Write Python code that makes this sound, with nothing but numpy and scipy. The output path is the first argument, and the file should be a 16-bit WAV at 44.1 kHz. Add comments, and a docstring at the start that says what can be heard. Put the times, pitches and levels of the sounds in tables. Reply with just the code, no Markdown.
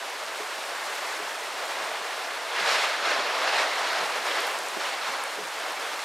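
"""Gusts rush through the trees in a storm on a swollen river bank, heard from a parked car.
The trees and the heavy rain are noise in bands that flicker; close spray is made of tiny ringing grains.
The wiper thuds at each turn: a random push sets panel and cabin air ringing. Near drops tick as noise bursts.
Eddies at the microphone ports pop as short rings, over a lumpy rumble of low noise.
The microphones cut the bass steeply, the left one a little more than the right."""
import sys
import numpy as np
from scipy import signal
from scipy.io import wavfile

SR = 44100
rng = np.random.default_rng(int(sys.argv[2]) if len(sys.argv) > 2 else 0)


def store_pcm(level_fs):
    """Save levels as 16-bit WAV."""
    pcm = np.round(np.clip(level_fs, -1, 1) * 32767).astype(np.int16)
    wavfile.write(sys.argv[1], SR, np.atleast_2d(pcm).T)


N = 266364   # length in samples


def from_db(db):
    """Turns decibels into a factor for the wave's height."""
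    return 10 ** (np.asarray(db) / 20)


def rms_one(x):
    """Scales a sound to an average strength (rms) of 1."""
    return x / np.sqrt(np.mean(x ** 2) + 1e-20)


def in_time(rows):
    """Draws straight lines between the rows of a time table, giving each column a value per sample."""
    s, *columns = np.transpose(rows)
    return [np.interp(np.arange(N) / SR, s, column) for column in columns]


def at_hz(points, hz):
    """Reads a spectrum at a pitch, with straight lines between points on a log-frequency axis."""
    table_hz, table_db = np.transpose(points)
    return np.interp(np.log(hz), np.log(table_hz), table_db)


def drift(rate_hz):
    """Slow random wandering of spread 1: noise smoothed by two equal one-pole low-pass filters."""
    step = 40   # samples between random values; straight lines fill the gaps
    r = np.exp(-2 * np.pi * rate_hz * step / SR)
    noise = rng.standard_normal(N // step + 2002)
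    slow = signal.lfilter([1], [1, -2 * r, r * r], noise)[2000:]   # skip the filter's start
    return np.interp(np.arange(N) / step, np.arange(len(slow)), rms_one(slow))


def ring(clicks, hz, t60_s):
    """A resonance: each click starts a sine wave that fades by 60 dB in t60_s."""
    r = from_db(-60 / (t60_s * SR))
    w = 2 * np.pi * hz / SR
    return signal.lfilter([0, np.sin(w)], [1, -2 * r * np.cos(w), r * r], clicks + 1e-18)


def add(out, s, db, shape):
    """Adds a short sound at time s, scaled so that its peak has the given level."""
    i = round(s * SR)
    out[i:i + len(shape)] += from_db(db) * shape[:N - i] / np.abs(shape).max()


def banded_noise(spectrum, tilt_db, shared_db, own_db, flutter_hz):
    """Third-octave bands of stereo noise flicker partly together and partly alone."""
    # how wide the stereo is, side against middle: f/Hz, level/dB
    stereo_spread = [(60, -5), (150, -21), (400, -16), (1000, -21.5), (2400, -16), (4500, -15.5),
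                     (8000, -21.5), (15000, -35)]
    out = 0
    together = drift(flutter_hz)
    edges = 70 * 2 ** (np.arange(25) / 3)
    white = rng.standard_normal((2, 2, N))   # neighbouring bands get unrelated noise
    for k, (low, high) in enumerate(zip(edges, edges[1:])):
        band = signal.butter(2, [low, high], "band", fs=SR, output="sos")
        mid, side = signal.sosfilt(band, white[k % 2])
        hz = np.sqrt(low * high)
        tilt = tilt_db * np.log2(hz / 1200)   # tilt_db is per octave
        flicker = shared_db * together + own_db * drift(16.0)
        gain = from_db(at_hz(spectrum, hz) + tilt + flicker)
        side = from_db(at_hz(stereo_spread, hz)) * side
        out = out + gain * (mid + side * [[1], [-1]])
    return rms_one(out)


def wind():
    """Gusts rise and fall along straight dB slopes and add power; brightness is averaged by power."""
    # steady wind in the trees: t/s, level/dB
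    steady_wind = [(0, -35), (.3, -35.5), (1.1, -33), (1.4, -35), (2.2, -33), (2.5, -35), (4.7, -36),
                   (5.47, -36.5), (5.72, -32.5), (6.04, -34.5)]
    # gusts on top: peak t/s, peak level/dB, rise/(dB per s), fall/(dB per s), brightness/(dB per octave)
    gusts = [(1.87, -35, 25, 80, -.8), (2.6, -28, 150, 35, .9), (2.725, -24.3, 75, 65, 2.6),
             (2.84, -27.5, 150, 55, 1.8), (3.06, -29, 200, 40, 1), (3.125, -27, 70, 65, .2),
             (3.6, -25.3, 20, 60, 1.0), (3.98, -28, 15, 28, .8), (4.27, -29.5, 300, 25, 1.2),
             (4.4, -31, 30, 45, .6), (4.812, -30.5, 400, 50, 1.3), (4.88, -36, 100, 40, 2.5),
             (5.065, -31, 120, 30, .7)]
    steady_bright_db = 0.05   # dB per octave
    dulling = 4.5   # brightness lost after the peak, dB per octave each second
    power = from_db(2 * in_time(steady_wind)[0])   # doubled dB: power instead of height
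    bright = steady_bright_db * power
    for s, db, rise_db, fall_db, bright_db in gusts:
        after = np.arange(N) / SR - s
        gust = from_db(2 * (db + np.minimum(rise_db * after, -fall_db * after)))
        power = power + gust
        bright = bright + gust * (bright_db - dulling * np.maximum(after, 0))
    return 10 * np.log10(power), bright / power


def trees():
    """Leaves and branches rush: banded noise takes its level and brightness from the wind."""
    # sound of the rush, strength per Hz: f/Hz, level/dB
    rush_spectrum = [(40, -1), (120, -18), (300, -2.5), (600, 2), (1000, 0.5), (1800, -2), (3000, -8),
                     (4500, -11), (7000, -24), (11000, -30.5), (16000, -42)]
    rush_db, bright_db = wind()
    rush = banded_noise(rush_spectrum, bright_db, shared_db=0.67, own_db=1.03, flutter_hz=39.0)
    return from_db(rush_db + 2) * rush


def rain():
    """Far drops merge into hiss; near spray stays grainy, each grain ringing a few cycles."""
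    # strength of the rain: t/s, hiss level/dB, spray grains/(per s, before clumping)
    rain_strength = [(0, -40.5, 280), (.9, -37.5, 190), (2.5, -40.5, 260), (2.72, -43, 300),
                     (3.2, -42.5, 300), (4.2, -37, 390), (4.5, -37.5, 540), (5.1, -39, 280),
                     (6.04, -38.5, 450)]
    # sound of the hiss, strength per Hz: f/Hz, level/dB
    hiss_spectrum = [(100, 3), (800, 1), (2000, -0.5), (4000, -4.5), (6000, -5.5), (9000, -6.5),
                     (12000, -13), (14000, -5.5), (16000, -17)]
    hiss_db, grains_per_s = in_time(rain_strength)
    hiss = banded_noise(hiss_spectrum, 0, shared_db=0.77, own_db=.5, flutter_hz=16.0)
    hiss = from_db(hiss_db) * hiss

    sizes = from_db(5.1 * np.minimum(rng.exponential(1, N), 4)) * rng.choice([-1, 1], N)
    clumping = from_db(3.5 * drift(25.0))
    born = rng.random(N) < grains_per_s * clumping / SR
    pitches_hz = np.geomspace(4000, 14500, 12)
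    dealt = rng.integers(0, 12, N)   # which pitch a grain gets
    spray = sum(ring(sizes * born * (dealt == k), hz, 8.7 / hz) for k, hz in enumerate(pitches_hz))
    sway = from_db(0.45 * np.outer([1, -1], drift(40.0)))   # slightly left, slightly right
    return hiss + from_db(-44.5) * spray * sway


def rumble():
    """Eddies make a lumpy low rumble that follows the gusts, with its own lumps at each port."""
    lumps_db = 7.2 * np.array([drift(20.0), drift(13.0)])
    level = from_db(wind()[0] - 39.5 + lumps_db)
    low_noise = signal.lfilter(*signal.butter(2, 250, fs=SR), rng.standard_normal((2, N)))
    return level * rms_one(low_noise)


def knock(modes, contact_s):
    """A rubbery contact shudders briefly; the resonances build up and die, in new shares each time."""
    push = np.zeros(SR // 3)
    length = round(contact_s * SR)
    push[:length] = np.hanning(length) * rng.standard_normal(length)
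    # the second, shorter ring softens the start
    return sum(from_db(db) * rms_one(ring(ring(push, hz, t60_s), hz, 8 / hz)) for hz, db, t60_s in modes)


def thuds():
    """The turning wiper knocks the panel; the cabin air booms a little later."""
    # panel resonances: f/Hz, level/dB, time to fade by 60 dB/s
    panel_modes = [(425, 0, .12), (330, -8, .06), (545, -10, .06), (640, -12, .05)]
    # cabin air resonances: f/Hz, level/dB, time to fade by 60 dB/s
    cabin_modes = [(192, 0, .16), (165, -3, .24), (130, -4, .32)]
    # panel knock at each turn, top and bottom by turns: level/dB
    knock_levels = [-28, -30, -44, -36, -34, -36, -46, -28]
    # cabin boom at the top turn, then at the bottom turn: level/dB
    boom_levels = -56, -45
    first_turn_s, sweep_s, cycle_s = .392, .797, 1.396   # first top turn, top to bottom, top to top
    boom_lag_s = .01
    out = np.zeros(N)
    for k, panel_db in enumerate(knock_levels):
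        cycle, bottom = divmod(k, 2)
        s = first_turn_s + cycle * cycle_s + bottom * sweep_s
        add(out, s, panel_db, np.diff(knock(panel_modes, .01)))   # differences thin the bass
        add(out, s + boom_lag_s, boom_levels[bottom], knock(cabin_modes, .015))
    return out


def pops():
    """An eddy pushes one microphone port for a cycle or two and the pressure leaks away."""
    # eddies: t/s, port (0 left, 1 right), peak level/dB, f/Hz
    eddies = [(1.538, 0, -39, 300), (1.545, 1, -38, 320), (3.024, 1, -36, 280), (4.220, 1, -38, 260),
              (4.765, 0, -28, 330), (4.770, 1, -23, 350), (4.782, 1, -30, 340), (4.817, 1, -39, 350),
              (5.0145, 1, -20, 850), (5.087, 1, -40, 190), (5.101, 1, -40, 200)]
    out = np.zeros((2, N))
    click = np.eye(1, 2000)[0]
    for s, port, db, hz in eddies:
        push = ring(ring(click, hz, 4.0 / hz), hz, 3.0 / hz)
        add(out[round(port)], s, db, np.diff(push))
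    return out


def ticks():
    """Each near drop is a sharp crack: a fading noise burst through a bright band filter."""
    # drops close by: t/s, peak level/dB before the bass and treble cuts, f/Hz
    near_drops = [(2.3869, -34, 8000), (2.6777, -29, 8500), (4.2985, -29, 10500), (4.4047, -19.5, 10000),
                  (4.4189, -29, 10500), (4.4686, -24.5, 9500), (4.4791, -28, 11500), (4.51, -31, 10500),
                  (4.5885, -25, 8000), (4.6851, -25, 8000), (5.1232, -32, 8500), (5.1676, -32, 8500),
                  (5.238, -23, 9000), (5.5397, -32, 8000)]
    out = np.zeros(N)
    for s, db, hz in near_drops:
        burst = rng.standard_normal(200) * np.exp(-np.arange(200) / (0.0011 * SR))
        band_hz = [0.84 * hz, min(1.43 * hz, 17000)]
        crack = signal.lfilter(*signal.butter(2, band_hz, "band", fs=SR), burst)
        add(out, s, db, crack)
    return out


def scene():
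    """Distance and the wind filter thin the storm's bass; the knocks come through the recorder's body."""
    thin = signal.butter(2, 529, "high", fs=SR, output="sos")   # cut below 529 Hz
    storm = signal.sosfilt(thin, trees() + rain() + ticks())
    return storm + rumble() + thuds() + pops()


def record(dry):
    """Steep bass cut, the left capsule losing more and leading in phase; faint noise; treble cut."""
    left_cut_hz, bass_cut_hz, treble_cut_hz, top_cut_hz = 94, 158, 11600, 15780
    left = from_db(-0.4) * signal.lfilter(*signal.butter(1, left_cut_hz, "high", fs=SR), dry[0])
    bass_cut = signal.butter(4, bass_cut_hz, "high", fs=SR, output="sos")
    both = signal.sosfilt(bass_cut, [left, dry[1]])
    self_noise = signal.lfilter([.05], [1, -.99], rng.standard_normal((2, N)))   # mostly bass
    both += from_db(-75) * self_noise
    both = signal.lfilter(*signal.butter(2, treble_cut_hz, fs=SR), both)   # the treble droops
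    top_cut = signal.ellip(12, .5, 60, top_cut_hz, fs=SR, output="sos")   # very steep
    return signal.sosfilt(top_cut, both)


dry = scene()
out = record(dry)
store_pcm(out)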